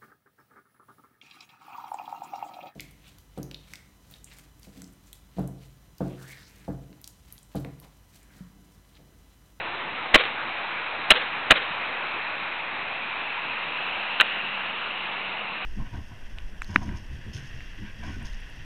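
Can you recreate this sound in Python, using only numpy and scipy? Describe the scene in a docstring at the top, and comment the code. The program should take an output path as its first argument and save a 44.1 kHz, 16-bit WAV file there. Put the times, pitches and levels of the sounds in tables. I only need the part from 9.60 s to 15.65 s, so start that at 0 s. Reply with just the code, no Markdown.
"""Four sharp plastic-pistol shots snap in a yard, close to a narrow-band camera microphone that overloads.
Each shot is a trigger tick, piston and slide knocks with repeats off the ground, a small settling bounce
and two soft puffs of air; hard and rough walls then return it as short noise bursts, over a diffuse yard tail.
Behind lies shaped noise as outdoor hiss, with a drifting bright band, and two faint low sine drones."""
import sys
import numpy as np
from scipy import signal
from scipy.fft import rfft, irfft
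from scipy.io import wavfile
from scipy.ndimage import uniform_filter1d

SR = 44100
rng = np.random.default_rng(int(sys.argv[2]) if len(sys.argv) > 2 else 0)


def to_wav(sig):
    """Store sig (one row per channel, or 1-D mono) as 16-bit WAV at the path in sys.argv[1].

    Samples outside -1..1 are clipped; the rate is SR.
    """
    pcm = np.clip(np.atleast_2d(sig), -1, 1) * 32767
    pcm = np.round(pcm).astype(np.int16)
    wavfile.write(sys.argv[1], SR, pcm.T)  # frames by channels


N = 266805

# Colour of the outdoor hiss. Each row: frequency in Hz, relative level in dB per Hz.
HISS_SPECTRUM = [(12, -40.5), (20, -14), (27, -33.5), (49, -21), (97, -13), (270, -9), (340, -9.5),
                 (437, -8), (928, 0), (1930, -2.5), (2370, -2), (3260, -10), (3910, -11), (4190, -23),
                 (4700, -52.5), (6110, -93), (10300, -120)]
# Course of the background. Each row: time in seconds, hiss level in dB, bright band centre in Hz,
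# bright band level in dB, tilt of the hiss's low part in dB.
AIR_COURSE = [(0.0, -33.5, 2520, -42.5, 2), (0.64, -32.5, 2700, -43.5, 0.5), (0.91, -32, 2440, -39.5, -1.5),
              (1.97, -31.5, 2587, -42, 0), (2.16, -31, 2500, -37.5, -1.5), (3.02, -33, 2420, -38.5, -0.5),
              (4.65, -32, 2724, -33, -2.5), (5.11, -33, 2714, -35.5, -1), (6.05, -34.5, 2624, -37.5, 0.5)]
# The two faint tones. Each row: time in seconds, pitch in Hz, level in dB.
EARLY_DRONE = [(0, 339.5, -55), (.7, 343, -59), (1.4, 339.7, -60), (1.9, 333, -75.5)]
LATE_DRONE = [(4.1, 210.6, -73.5), (4.5, 207.1, -53), (5.8, 197.5, -56), (6.06, 193, -59)]

# The shots. Each row: start in seconds, piston, slide, bounce, trigger and thump levels in dB,
# ring length as a share, ground delay in seconds, level of the piston off the ground in dB,
# ring of the piston off the ground in Hz, ring of the slide off the ground in Hz, puff level in dB,
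# sharp return level in dB, smeared return level in dB.
SHOTS = [(0.544, -0.5, -1.5, -6, -6.5, -7.5, 1, 0.0037, -2, 2096, 2200, -19.5, -13.5, -20),
         (1.5042, -1, -2.5, -7.5, -14.5, -13, 1.1, .0030, -1, 2327, 3170, -29, -20.5, -21.5),
         (1.9064, 0, -1, -11.5, -8, -14, .95, .0029, 1, 1902, 2364, -25, -23.5, -21.5),
         (4.6000, -3, 0, -13.5, -31, -27, 0.73, 0.0046, -10.5, 1610, 1946, -41, -32, -35)]
# Parts that knock in every shot; the shot's levels and ring share are applied on top.
# Each row: delay in seconds, level in dB, ring in Hz, t60 in seconds, thump level in dB.
TRIGGER_KNOCKS = [(-.005, -9, 1670, .016, -11.5), (-.0023, -1, 1948, 0.018, -9)]
PISTON_KNOCKS = [(0, 0, 2750, 0.027, -8)]
SLIDE_KNOCKS = [(0.0101, 0, 3013, 0.019, -3.5)]
BOUNCE_KNOCKS = [(.0158, 0.0044, 2600, .022, -5)]  # the slide settles
# Modes of the hollow grip and barrel. Each row: frequency in Hz, width in Hz, level in dB.
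SHELL_MODES = [(210.2, 68, -6.5), (333.4, 60, -12), (538, 60, -2), (632, 52, -2), (770, 86, -1),
               (1088, 45, -7), (1420, 120, -4)]
# Colour of the rattling crack. Each row: frequency in Hz, relative level in dB per Hz.
CRACK_SPECTRUM = [(60, -39.5), (281, -16.5), (602, -7.5), (1000, -6.5), (1360, 9.5), (2570, -4),
                  (3380, -2.5), (3910, 5.5), (4600, -18), (5980, -52), (10100, -120)]

# Colour of the sound the yard sends back. Each row: frequency in Hz, relative level in dB per Hz.
RETURN_SPECTRUM = [(120, -59), (200, -22), (494, -3.5), (752, -13), (1610, 0.5), (2620, 0.5), (3830, -3.5),
                   (4360, -20.5), (4600, -53), (5980, -70), (10100, -120)]
# Returns off flat faces. Each row: delay in seconds, level in dB on top of the shot's.
SHARP_RETURNS = [(0.0336, 1), (0.0422, -1), (.093, -4.5), (0.1089, -3.5)]
# Returns off rough faces. Each row: delay in seconds, level in dB on top of the shot's.
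SMEARED_RETURNS = [(.021, -5), (.048, 2.5), (.055, -1.5), (.063, -0.27), (.097, -10), (.112, -4.5)]

# Repeats off the ground
GROUND_THUMP_DB, PISTON_GROUND_T60_S = 6, 0.026
SLIDE_GROUND_DB, SLIDE_GROUND_T60_S = -2.6, 0.019
PUFF_DELAY_S, PUFF_PEAK_S, SLIDE_PUFF_DB = 0.0028, 0.0035, -5.5
SHARP_RISE_S, SHARP_T60_S = 0.0006, 0.016
SMEARED_RISE_S, SMEARED_T60_S = 0.0027, 0.083
YARD_T60_S, YARD_DB = 0.75, -30
# Microphone band edge, clipping level, resting offset, upper edge after the overload
MIC_HZ, OVERLOAD, OFFSET, EDGE_HZ = 4351, 0.71, -0.0031, 16300


def amp(db):
    """Turns dB into a linear gain."""
    return 10 ** (np.asarray(db) / 20)


def evened(x):
    """Brings x to rms 1."""
    return x / np.sqrt(np.mean(x ** 2) + 1e-20)


def read(points, hz):
    """Reads a spectrum curve in dB along a log frequency axis."""
    f, value = np.transpose(points)
    return np.interp(np.log(hz + 1), np.log(f + 1), value)


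def add(mix, s, sound):
    """Lays a sound into the mix at s seconds, cut off at the end of the mix."""
    part = mix[round(s * SR):][:len(sound)]
    part += sound[:len(part)]


def coloured(x, spectrum):
    """Filters x by the spectrum and brings it to rms 1."""
    gain = amp(read(spectrum, np.fft.rfftfreq(len(x), 1 / SR)))
    return evened(irfft(rfft(x) * gain, len(x)))


def resonate(x, hz, width_hz):
    """Shifts the curve hz down to zero, smooths, and shifts back: a resonance of gain 1."""
    turn = np.exp(2j * np.pi * np.cumsum(hz * np.ones(len(x))) / SR)
    r = np.exp(-np.pi * width_hz / SR)
    smooth = signal.lfilter([1 - r], [1, -r], x / turn + 1e-18)
    return 2 * (turn * smooth).real


def dying(t, t60):
    """Exponential decay that falls 60 dB in t60 seconds."""
    return np.exp(-np.log(1000) * t / t60)


def air():
    """Smooth distant hiss with faint patches, plus a broad bright band that drifts in pitch."""
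    s, hiss_db, band_hz, band_db, low_db = np.transpose(AIR_COURSE)
    t = np.arange(N) / SR

    frames, hz = N // 256 + 5, np.fft.rfftfreq(1024, 1 / SR)
    a, b, patches = rng.standard_normal((frames, 513, 3)).T
    # smoothed over neighbouring frequencies, then over time
    patches = uniform_filter1d(patches, 10, axis=0)
    patches = evened(uniform_filter1d(patches, 12, axis=1))
    # the tilt fades out above about 700 Hz
    low = np.interp(np.arange(frames) * 256 / SR, s, low_db) / (1 + (hz[:, None] / 700) ** 4)
    level_db = read(HISS_SPECTRUM, hz)[:, None] + 1.1 * patches + low
    hiss = signal.istft((a + 1j * b) * amp(level_db), nperseg=1024, noverlap=768)[1][:N]

    centre = np.interp(t, s, band_hz)
    band = resonate(rng.standard_normal(N), centre, 530)
    band = resonate(band, centre, 530)
    return amp(np.interp(t, s, hiss_db)) * evened(hiss) + amp(np.interp(t, s, band_db)) * evened(band)


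def drone(rows):
    """A faint sine that wavers in pitch and strength, as from a far engine."""
    s, hz, db = np.transpose(rows)
    t = np.arange(N) / SR
    waver, throb = (evened(uniform_filter1d(rng.standard_normal(N), 3000)) for _ in range(2))
    pitch = np.interp(t, s, hz) + 7.0 * waver
    tone = np.sqrt(2) * np.sin(2 * np.pi * np.cumsum(pitch) / SR)
    return tone * amp(np.interp(t, s, db, left=-120, right=-120) + 1.4 * throb)


def knocks():
    """Lists (s, dB, Hz, t60 s, thump dB): every shot plays the same parts, piston and slide also off the ground."""
    rows = []
    for (s, piston_db, slide_db, bounce_db, trigger_db, thump_db, ring_share,
         ground_s, ground_db, piston_hz, slide_hz, *_) in SHOTS:
        direct = ((TRIGGER_KNOCKS, trigger_db), (PISTON_KNOCKS, piston_db),
                  (SLIDE_KNOCKS, slide_db), (BOUNCE_KNOCKS, bounce_db))
        for parts, level in direct:
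            for delay, db, hz, t60, body_db in parts:
                rows.append((s + delay, level + db, hz, ring_share * t60, thump_db + body_db))

        grounded = ((PISTON_KNOCKS[0], ground_db, piston_hz, PISTON_GROUND_T60_S),
                    (SLIDE_KNOCKS[0], slide_db + SLIDE_GROUND_DB, slide_hz, SLIDE_GROUND_T60_S))
        for (delay, _, _, _, body_db), db, hz, t60 in grounded:
            rows.append((s + delay + ground_s, db, hz, ring_share * t60,
                         thump_db + body_db + GROUND_THUMP_DB))
    return rows


def shell_thump(t, draws):
    """The hollow shell sounds as decaying sines; each mode starts upward or downward at random."""
    thump = np.zeros(len(t))
    for draw, (hz, width_hz, db) in zip(draws, SHELL_MODES):
        mode = np.sin(2 * np.pi * hz * t) * np.exp(-np.pi * width_hz * t)
        thump += np.sign(draw) * amp(db) * mode
    return thump


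def pistol():
    """Each knock rings the plastic briefly, over a rattling crack and the thump of the hollow shell."""
    out, t = np.zeros(N), np.arange(4096) / SR
    rise = 1 - np.exp(-t / 0.0004)
    for s, db, hz, t60, thump_db in knocks():
        wobble_noise, crack_noise, mode_draws = rng.standard_normal((3, len(t)))
        wobble = evened(uniform_filter1d(wobble_noise, 40))  # loose parts make the ring unsteady
        ring = np.sin(2 * np.pi * np.cumsum(hz * (1 + 0.1 * wobble)) / SR)
        crack = coloured(crack_noise, CRACK_SPECTRUM)
        snap = rise * dying(t, t60) * (ring + 0.51 * crack)
        add(out, s, amp(db) * (snap + amp(thump_db) * shell_thump(t, mode_draws)))
    return out


def puffs():
    """A low push of air follows piston and slide: pressure rises fast and leaks away."""
    out, u = np.zeros(N), np.arange(4096) / SR / PUFF_PEAK_S
    push = u * np.exp(1 - u)
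    for s, *_, db, _sharp_db, _smeared_db in SHOTS:
        add(out, s + PUFF_DELAY_S, amp(db) * push)
        slide_delay = SLIDE_KNOCKS[0][0]
        add(out, s + PUFF_DELAY_S + slide_delay, amp(db + SLIDE_PUFF_DB) * push)
    return out


def echoes():
    """Lists (s, dB, rise s, t60 s): the same walls and fences answer every shot."""
    rows = []
    for s, *_, sharp_db, smeared_db in SHOTS:
        rows += [(s + d, sharp_db + db, SHARP_RISE_S, SHARP_T60_S) for d, db in SHARP_RETURNS]
        rows += [(s + d, smeared_db + db, SMEARED_RISE_S, SMEARED_T60_S) for d, db in SMEARED_RETURNS]
    return rows


def returns():
    """Flat and rough surfaces send each shot back as short bursts of coloured noise."""
    out, t = np.zeros(N), np.arange(8192) / SR
    for s, db, rise_s, t60 in echoes():
        burst = coloured(rng.standard_normal(len(t)), RETURN_SPECTRUM)
        burst = burst + 0.2 * evened(resonate(burst, 520, 60))  # the shell's lowest strong ring carries
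        envelope = dying(t, t60) * (1 - np.exp(-t / rise_s))
        add(out, s, amp(db) * envelope * burst)
    return out


def yard(shots):
    """Diffuse tail: the shots convolved with decaying noise that builds up over the first echoes."""
    t = np.arange(SR) / SR
    build_up = 1 - np.exp(-t / 0.062)
    tail = coloured(rng.standard_normal(SR), RETURN_SPECTRUM) * dying(t, YARD_T60_S) * build_up
    return amp(YARD_DB) * signal.fftconvolve(shots, tail / np.linalg.norm(tail))[:N]


def scene():
    """Background air and drones, with the shots and what the yard makes of them."""
    background = air() + drone(EARLY_DRONE) + drone(LATE_DRONE)
    shots = pistol()
    return (background + shots + puffs() + returns() + yard(shots))[None]


def record(dry):
    """The narrow microphone band comes first; the overload after it adds treble only at the peaks."""
    mic_band = signal.firwin(301, MIC_HZ, window=("kaiser", 9), fs=SR)[None]
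    narrow = signal.oaconvolve(dry, mic_band, "same")
    clipped = np.clip(narrow, -OVERLOAD, OVERLOAD)
    upper_edge = signal.firwin(511, EDGE_HZ, window=("kaiser", 9), fs=SR)[None]
    return OFFSET + signal.oaconvolve(clipped, upper_edge, "same")


dry = scene()
out = record(dry)
to_wav(out)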